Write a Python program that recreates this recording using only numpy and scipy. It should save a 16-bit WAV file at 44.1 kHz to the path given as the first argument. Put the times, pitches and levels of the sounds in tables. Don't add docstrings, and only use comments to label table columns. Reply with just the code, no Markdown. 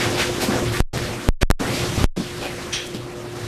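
import sys
import numpy as np
from scipy import signal
from scipy.fft import rfft, irfft
from scipy.io import wavfile

SR = 44100
rng = np.random.default_rng(int(sys.argv[2]) if len(sys.argv) > 2 else 0)


def output_pcm(signal):
    pcm = np.clip(np.atleast_2d(signal).T, -1, 1) * 32767
    wavfile.write(sys.argv[1], SR, np.round(pcm).astype(np.int16))


N = 153027

# (time [s], bass level [dB], middle level [dB], treble level [dB])
MACHINE_LEVELS = [(0, -36.5, -28, -28), (.33, -33.5, -30.5, -31), (.55, -33.5, -26.5, -29.5),
                  (.68, -25, -29, -32), (.79, -35, -28, -32), (1.0, -25.5, -30, -31.5),
                  (1.17, -38, -33, -34.5), (1.28, -41, -31.5, -34.5), (1.62, -28.5, -24.5, -30.5),
                  (1.77, -32, -28, -26.5), (1.9, -27, -30, -30), (2.03, -29, -28.5, -27.5),
                  (2.201, -36, -36, -36), (2.58, -37, -36.5, -35.5), (2.85, -42, -37, -38.5),
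                  (3.05, -38.5, -37.5, -43), (3.3, -43.5, -37, -41), (3.46, -34.5, -36, -36)]
# (frequency [Hz], density [dB per Hz])
RUMBLE_SPECTRUM = [(15, -13), (70, -5), (120, -0.5), (160, -4.5), (500, -48.5)]
ROAR_SPECTRUM = [(90, -25), (170, -1), (260, 3.5), (520, -2), (1400, -13), (3000, -42)]
HISS_SPECTRUM = [(500, -14.5), (1100, 1), (1700, 1.75), (3600, -1.27), (6300, -5.5), (12500, -15.5),
                 (14500, -24)]
# (frequency [Hz], width [Hz], boost [dB])
FRAME_RINGS = [(502.4, 14, 7.5), (600, 6.3, 9.5), (747, 25, 3.5), (2320, 73, 1), (8250, 260, 2.5)]
# (frequency [Hz], rms level [dB], waver [dB], pitch wander [share])
MOTOR_TONES = [(118.4, -35, 7.5, 0.033), (355.7, -34.5, 1, 0.0014), (492, -47, 12, 0.0062)]
# (time [s], level [dB])
MOTOR_LEVELS = [(.3, 4), (1.15, -4.5), (1.9, 0), (2.4, -3)]
# (time [s], level [dB], attack [s], hold [s], decay [s], tilt [dB per octave])
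EXHAUSTS = [(-.01, -22, 0.016, 0.023, 0.06, -5), (0.165, -20, 0.032, 0.025, 0.034, -3),
            (0.398, -24.5, 0.021, 0.021, 0.032, 2), (0.715, -33, 0.014, 0.057, 0.045, 2),
            (1.408, -19.5, 0.016, 0.024, .03, -3.5)]
# (frequency [Hz], density [dB per Hz])
EXHAUST_SPECTRUM = [(300, -8), (900, -7.5), (1600, -0.5), (2400, 3), (4800, -1), (14000, -13.5)]
VALVE_SPECTRUM = [(1100, -10.5), (2300, -3), (3400, -4.5), (6400, -10), (7500, -25), (11000, -28.5)]
# (frequency [Hz], width [Hz], boost [dB])
SILENCER_RINGS = [(2520, 110, 6.5), (3270, 320, 11), (3890, 110, 7), (5800, 650, 11), (8800, 1400, 16)]
# (time [s], level [dB], pitch [Hz], decay [s])
BUMPS = [(0.064, -22.5, 111, 0.07), (0.484, -14.5, 202, 0.027), (.532, -22, 253, 0.055),
         (.556, -22, 270, 0.024), (0.624, -21.5, 277, 0.017), (1.977, -9, 112, 0.012),
         (2.013, -15.5, 101.5, 0.0215), (2.171, -19.5, 182, 0.028), (2.174, -23.5, 332, 0.018),
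         (2.198, -19.5, 216, 0.019), (2.946, -23, 220, 0.019)]
# (multiple of the pitch [ratio], level [dB], share of the decay [ratio])
CARTON_MODES = [(1, 3.5, 0.68), (1.36, -4.5, 0.88), (1.85, -4, 0.33)]
# (frequency [Hz], density [dB per Hz])
SCUFF_SPECTRUM = [(60, -3.5), (200, 11), (500, -4.5), (4000, -37)]
# (frequency [Hz], width [Hz], relative level [dB])
LIFT_MODES = [(370, 110, -1), (640, 70, -3), (723, 50, -0.5)]
STOP_MODES = [(297, 110, 0), (560, 86, 2.5), (736, 70, -0.5), (2450, 71, 3), (2700, 140, -8)]
GUIDE_MODES = [(1180, 62, 3), (1440, 88, 1), (1760, 300, 2.5), (2470, 45, -9)]
# (time [s], level of the blows [dB], hold [s])
LIFT_RATTLES = [(.412, -25.5, .012), (.492, -27.5, 0.0066), (.535, -30.5, 0.036)]
STOP_RATTLES = [(2.408, -31, .008), (2.434, -30.5, .016)]
GUIDE_RATTLES = [(.732, -31.5, 0.031), (.962, -35, 0.015), (1.008, -40, .003)]
# (time [s], level [dB], decay [s], centre [Hz]); the hold is half the decay
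SCRAPES = [(0.496, -34, 0.11, 1700), (2.855, -36.5, 0.0072, 6700), (2.933, -36.5, 0.023, 3600)]
# (frequency [Hz], density [dB per Hz])
SIDE_SPECTRUM = [(25, 17), (150, -6), (14000, 6.5)]
# (time [s], bias jump before filters and gain [], dead time [s], leak at first [share])
CUTOUTS = [(0.804, 0.75, 0.127, 0.36), (1.288, -0.96, 0.12, 0.033), (1.431, 0.82, .1, 0.0096),
           (1.5032, -0.84, .09, 0.15), (2.0423, 0.89, 0.12, 0.58)]
# (time [s], height [full scale], length [s])
CRACKLES = [(0.965, 0.19, .0001), (0.975, 0.26, 0.00021), (0.981, 0.26, 0.000073), (1.512, 0.89, 0.000057),
            (1.5125, 0.94, 0.00033)]
# (corner [Hz], corner [Hz])
COUPLING_CORNERS = (31.5, 10)

FLICKER_DB, FLICKER_HZ = 2, 11
VALVE_START_S, VALVE_DB = 2.724, -22
VALVE_ATTACK_S, VALVE_HOLD_S, VALVE_DECAY_S = 0.0068, 0.019, 0.064
VALVE_TREBLE_SHARE = 0.54
BUMP_ATTACK_S, SCUFF_DB = 0.0018, -6.5
RATTLE_ATTACK_S, RATTLE_DECAY_S = 0.0056, 0.032
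RATTLE_GAP_S, RATTLE_SCATTER_DB = 0.0033, 4
SCRAPE_OCTAVES, SCRAPE_GRAIN = 0.67, 0.68
SIDE_DB = -63.5
LEAK_S, RECOVER_S = 0.022, 0.0086
SWING_HZ, SWING_DAMPING, POP_DB = 15, 0.61, 0.5
RAIL = 0.88
STOP_HZ = 14600


def undb(db):
    return 10 ** (np.asarray(db) / 20)


def unit(x):
    return x / np.sqrt(np.mean(x ** 2))


def clock():
    return np.arange(N) / SR


def freqs():
    return np.maximum(np.arange(N // 2 + 1) * SR / N, 1)


def shape(points):
    hz, db = np.array(points, float).T
    octave = np.log2(freqs())
    outside = np.abs(octave - np.clip(octave, np.log2(hz[0]), np.log2(hz[-1])))
    return np.interp(octave, np.log2(hz), db) - 12 * outside


def ringing(peaks):
    return sum(db / (1 + (2 * (freqs() - hz) / width) ** 2) for hz, width, db in peaks)


def noise(spectrum):
    return unit(irfft(rfft(rng.standard_normal(N)) * undb(spectrum), N))


def walk(rate):
    return noise(-20 * np.log10(1 + (freqs() / rate) ** 4))


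def envelope(start, attack, hold, decay):
    age = clock() - start
    rise = np.clip(age / attack, 0, 1)
    return rise * np.exp(-np.maximum(age - attack - hold, 0) / decay)


def flicker(x, count=9):
    spectrum = rfft(x)
    place = 2 * np.log2(freqs() / 400)
    for k in range(count):
        band = irfft(spectrum * np.clip(1 - np.abs(place - k), 0, 1), N)
        swell = unit(undb(FLICKER_DB * walk(FLICKER_HZ)))
        x = x + band * (swell - 1)
    return x


def machine_layer(spectrum, levels, flutter_db):
    times = np.array(MACHINE_LEVELS)[:, 0]
    level = np.interp(clock(), times, levels) + flutter_db * walk(35)
    return noise(shape(spectrum) + ringing(FRAME_RINGS)) * undb(level)


def machinery():
    _, bass, middle, treble = np.array(MACHINE_LEVELS).T
    rumble = machine_layer(RUMBLE_SPECTRUM, bass, flutter_db=0.5)
    roar = machine_layer(ROAR_SPECTRUM, middle, flutter_db=1.66)
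    hiss = machine_layer(HISS_SPECTRUM, treble, flutter_db=0.52)
    return flicker(rumble + roar + hiss)


def motors():
    out = 0
    for hz, db, waver_db, wander in MOTOR_TONES:
        phase = 2 * np.pi * np.cumsum(hz * (1 + wander * walk(8.1))) / SR
        tone = np.sin(phase) * undb(waver_db * walk(5.5))
        out = out + unit(tone) * undb(db)
    return out * undb(np.interp(clock(), *np.array(MOTOR_LEVELS).T))


def air_exhausts():
    spectrum = shape(EXHAUST_SPECTRUM) + ringing(FRAME_RINGS)
    octave = np.log2(freqs())
    out = 0
    for start, db, attack, hold, decay, tilt in EXHAUSTS:
        puff = envelope(start, attack, hold, decay)
        out = out + undb(db) * puff * noise(spectrum + tilt * octave)
    return out


def scrapes():
    out = 0
    for start, db, decay, hz in SCRAPES:
        distance = np.log2(freqs() / hz) / SCRAPE_OCTAVES
        band = noise(-20 * np.log10(1 + distance ** 2))
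        grain = np.exp(SCRAPE_GRAIN * np.tanh(walk(400)))
        out = out + undb(db) * envelope(start, 0.012, decay / 2, decay) * unit(band * grain)
    return out


def rattle(events, modes, count=2400):
    times = np.cumsum(RATTLE_GAP_S * 2 * rng.random(count))
    sizes = undb(RATTLE_SCATTER_DB * rng.uniform(-1.4, 1.7, count))
    sizes = sizes * rng.choice([-1, 1], count)
    blows = np.bincount((times * SR).astype(int), sizes, N)[:N]
    body = 0
    for hz, width, db in modes:
        body = body + undb(db) / (1 + 1j * (freqs() - hz * hz / freqs()) / width)
    force = 0
    for start, db, hold in events:
        force = force + undb(db) * envelope(start, RATTLE_ATTACK_S, hold, RATTLE_DECAY_S)
    rung = irfft(rfft(unit(blows) * force) * body, N)
    return rung / np.sqrt(np.mean(np.abs(body) ** 2))


def rattles():
    lift = rattle(LIFT_RATTLES, LIFT_MODES)
    guides = rattle(GUIDE_RATTLES, GUIDE_MODES)
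    stop = rattle(STOP_RATTLES, STOP_MODES)
    return lift + guides + stop


def near_valve(split_hz=4500):
    hiss = noise(shape(VALVE_SPECTRUM) + ringing(SILENCER_RINGS)) * undb(0.66 * walk(250))
    body = irfft(rfft(hiss) / (1 + (freqs() / split_hz) ** 8), N)
    treble = hiss - body
    treble_decay = VALVE_DECAY_S * VALVE_TREBLE_SHARE
    body_puff = envelope(VALVE_START_S, VALVE_ATTACK_S, VALVE_HOLD_S, VALVE_DECAY_S)
    treble_puff = envelope(VALVE_START_S, VALVE_ATTACK_S, VALVE_HOLD_S, treble_decay)
    return undb(VALVE_DB) * (body * body_puff + treble * treble_puff)


def cartons():
    out = np.zeros(N)
    for start, db, pitch, decay in BUMPS:
        age = np.maximum(clock() - start, 0)
        ring = 0
        for ratio, mode_db, share in CARTON_MODES:
            tone = np.sin(2 * np.pi * (pitch * ratio * age + rng.random()))
            ring = ring + undb(mode_db) * tone * np.exp(-age / (decay * share))
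        scuff = undb(SCUFF_DB) * noise(shape(SCUFF_SPECTRUM)) * np.exp(-age / decay)
        out += undb(db) * np.minimum(age / BUMP_ATTACK_S, 1) * (ring + scuff)
    return out


def scene():
    background = machinery() + motors() + air_exhausts()
    mid = background + near_valve() + cartons() + rattles() + scrapes()
    side = undb(SIDE_DB) * noise(shape(SIDE_SPECTRUM))
    return mid + side * np.array([[1], [-1]])


def bias_pop(bias):
    w = 2 * np.pi * SWING_HZ
    swing = signal.bilinear([1, 0, 0], [1, SWING_DAMPING * w, w * w], SR)
    pop = signal.lfilter(*swing, bias)
    for hz in COUPLING_CORNERS:
        pop = signal.lfilter(*signal.butter(1, hz, "high", fs=SR), pop)
    return undb(POP_DB) * pop


def cut_out(x):
    t = clock()
    bias, live, crackle = np.zeros(N), np.ones(N), np.zeros(N)
    sputter = np.exp(0.5 * walk(900))
    for start, height, dead, leak in CUTOUTS:
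        age = t - start
        bias += height * (age >= 0)
        back = np.clip((age - dead) / RECOVER_S, 0, 1)
        fading = leak * np.clip(1 - (age / LEAK_S) ** 2, 0, 1)
        live = np.where(age >= 0, fading + back ** sputter, live)
    for start, height, length in CRACKLES:
        rise = np.clip((t - start) * SR, 0, 1)
        fall = np.clip((start + length - t) * SR, 0, 1)
        crackle += height * rise * fall
    return x * live + bias_pop(bias) + crackle


def record(dry):
    clipped = np.clip(cut_out(dry), -RAIL, RAIL)
    top_cut = signal.cheby2(12, 45, STOP_HZ, fs=SR, output="sos")
    return signal.sosfiltfilt(top_cut, clipped)


dry = scene()
out = record(dry)
output_pcm(out)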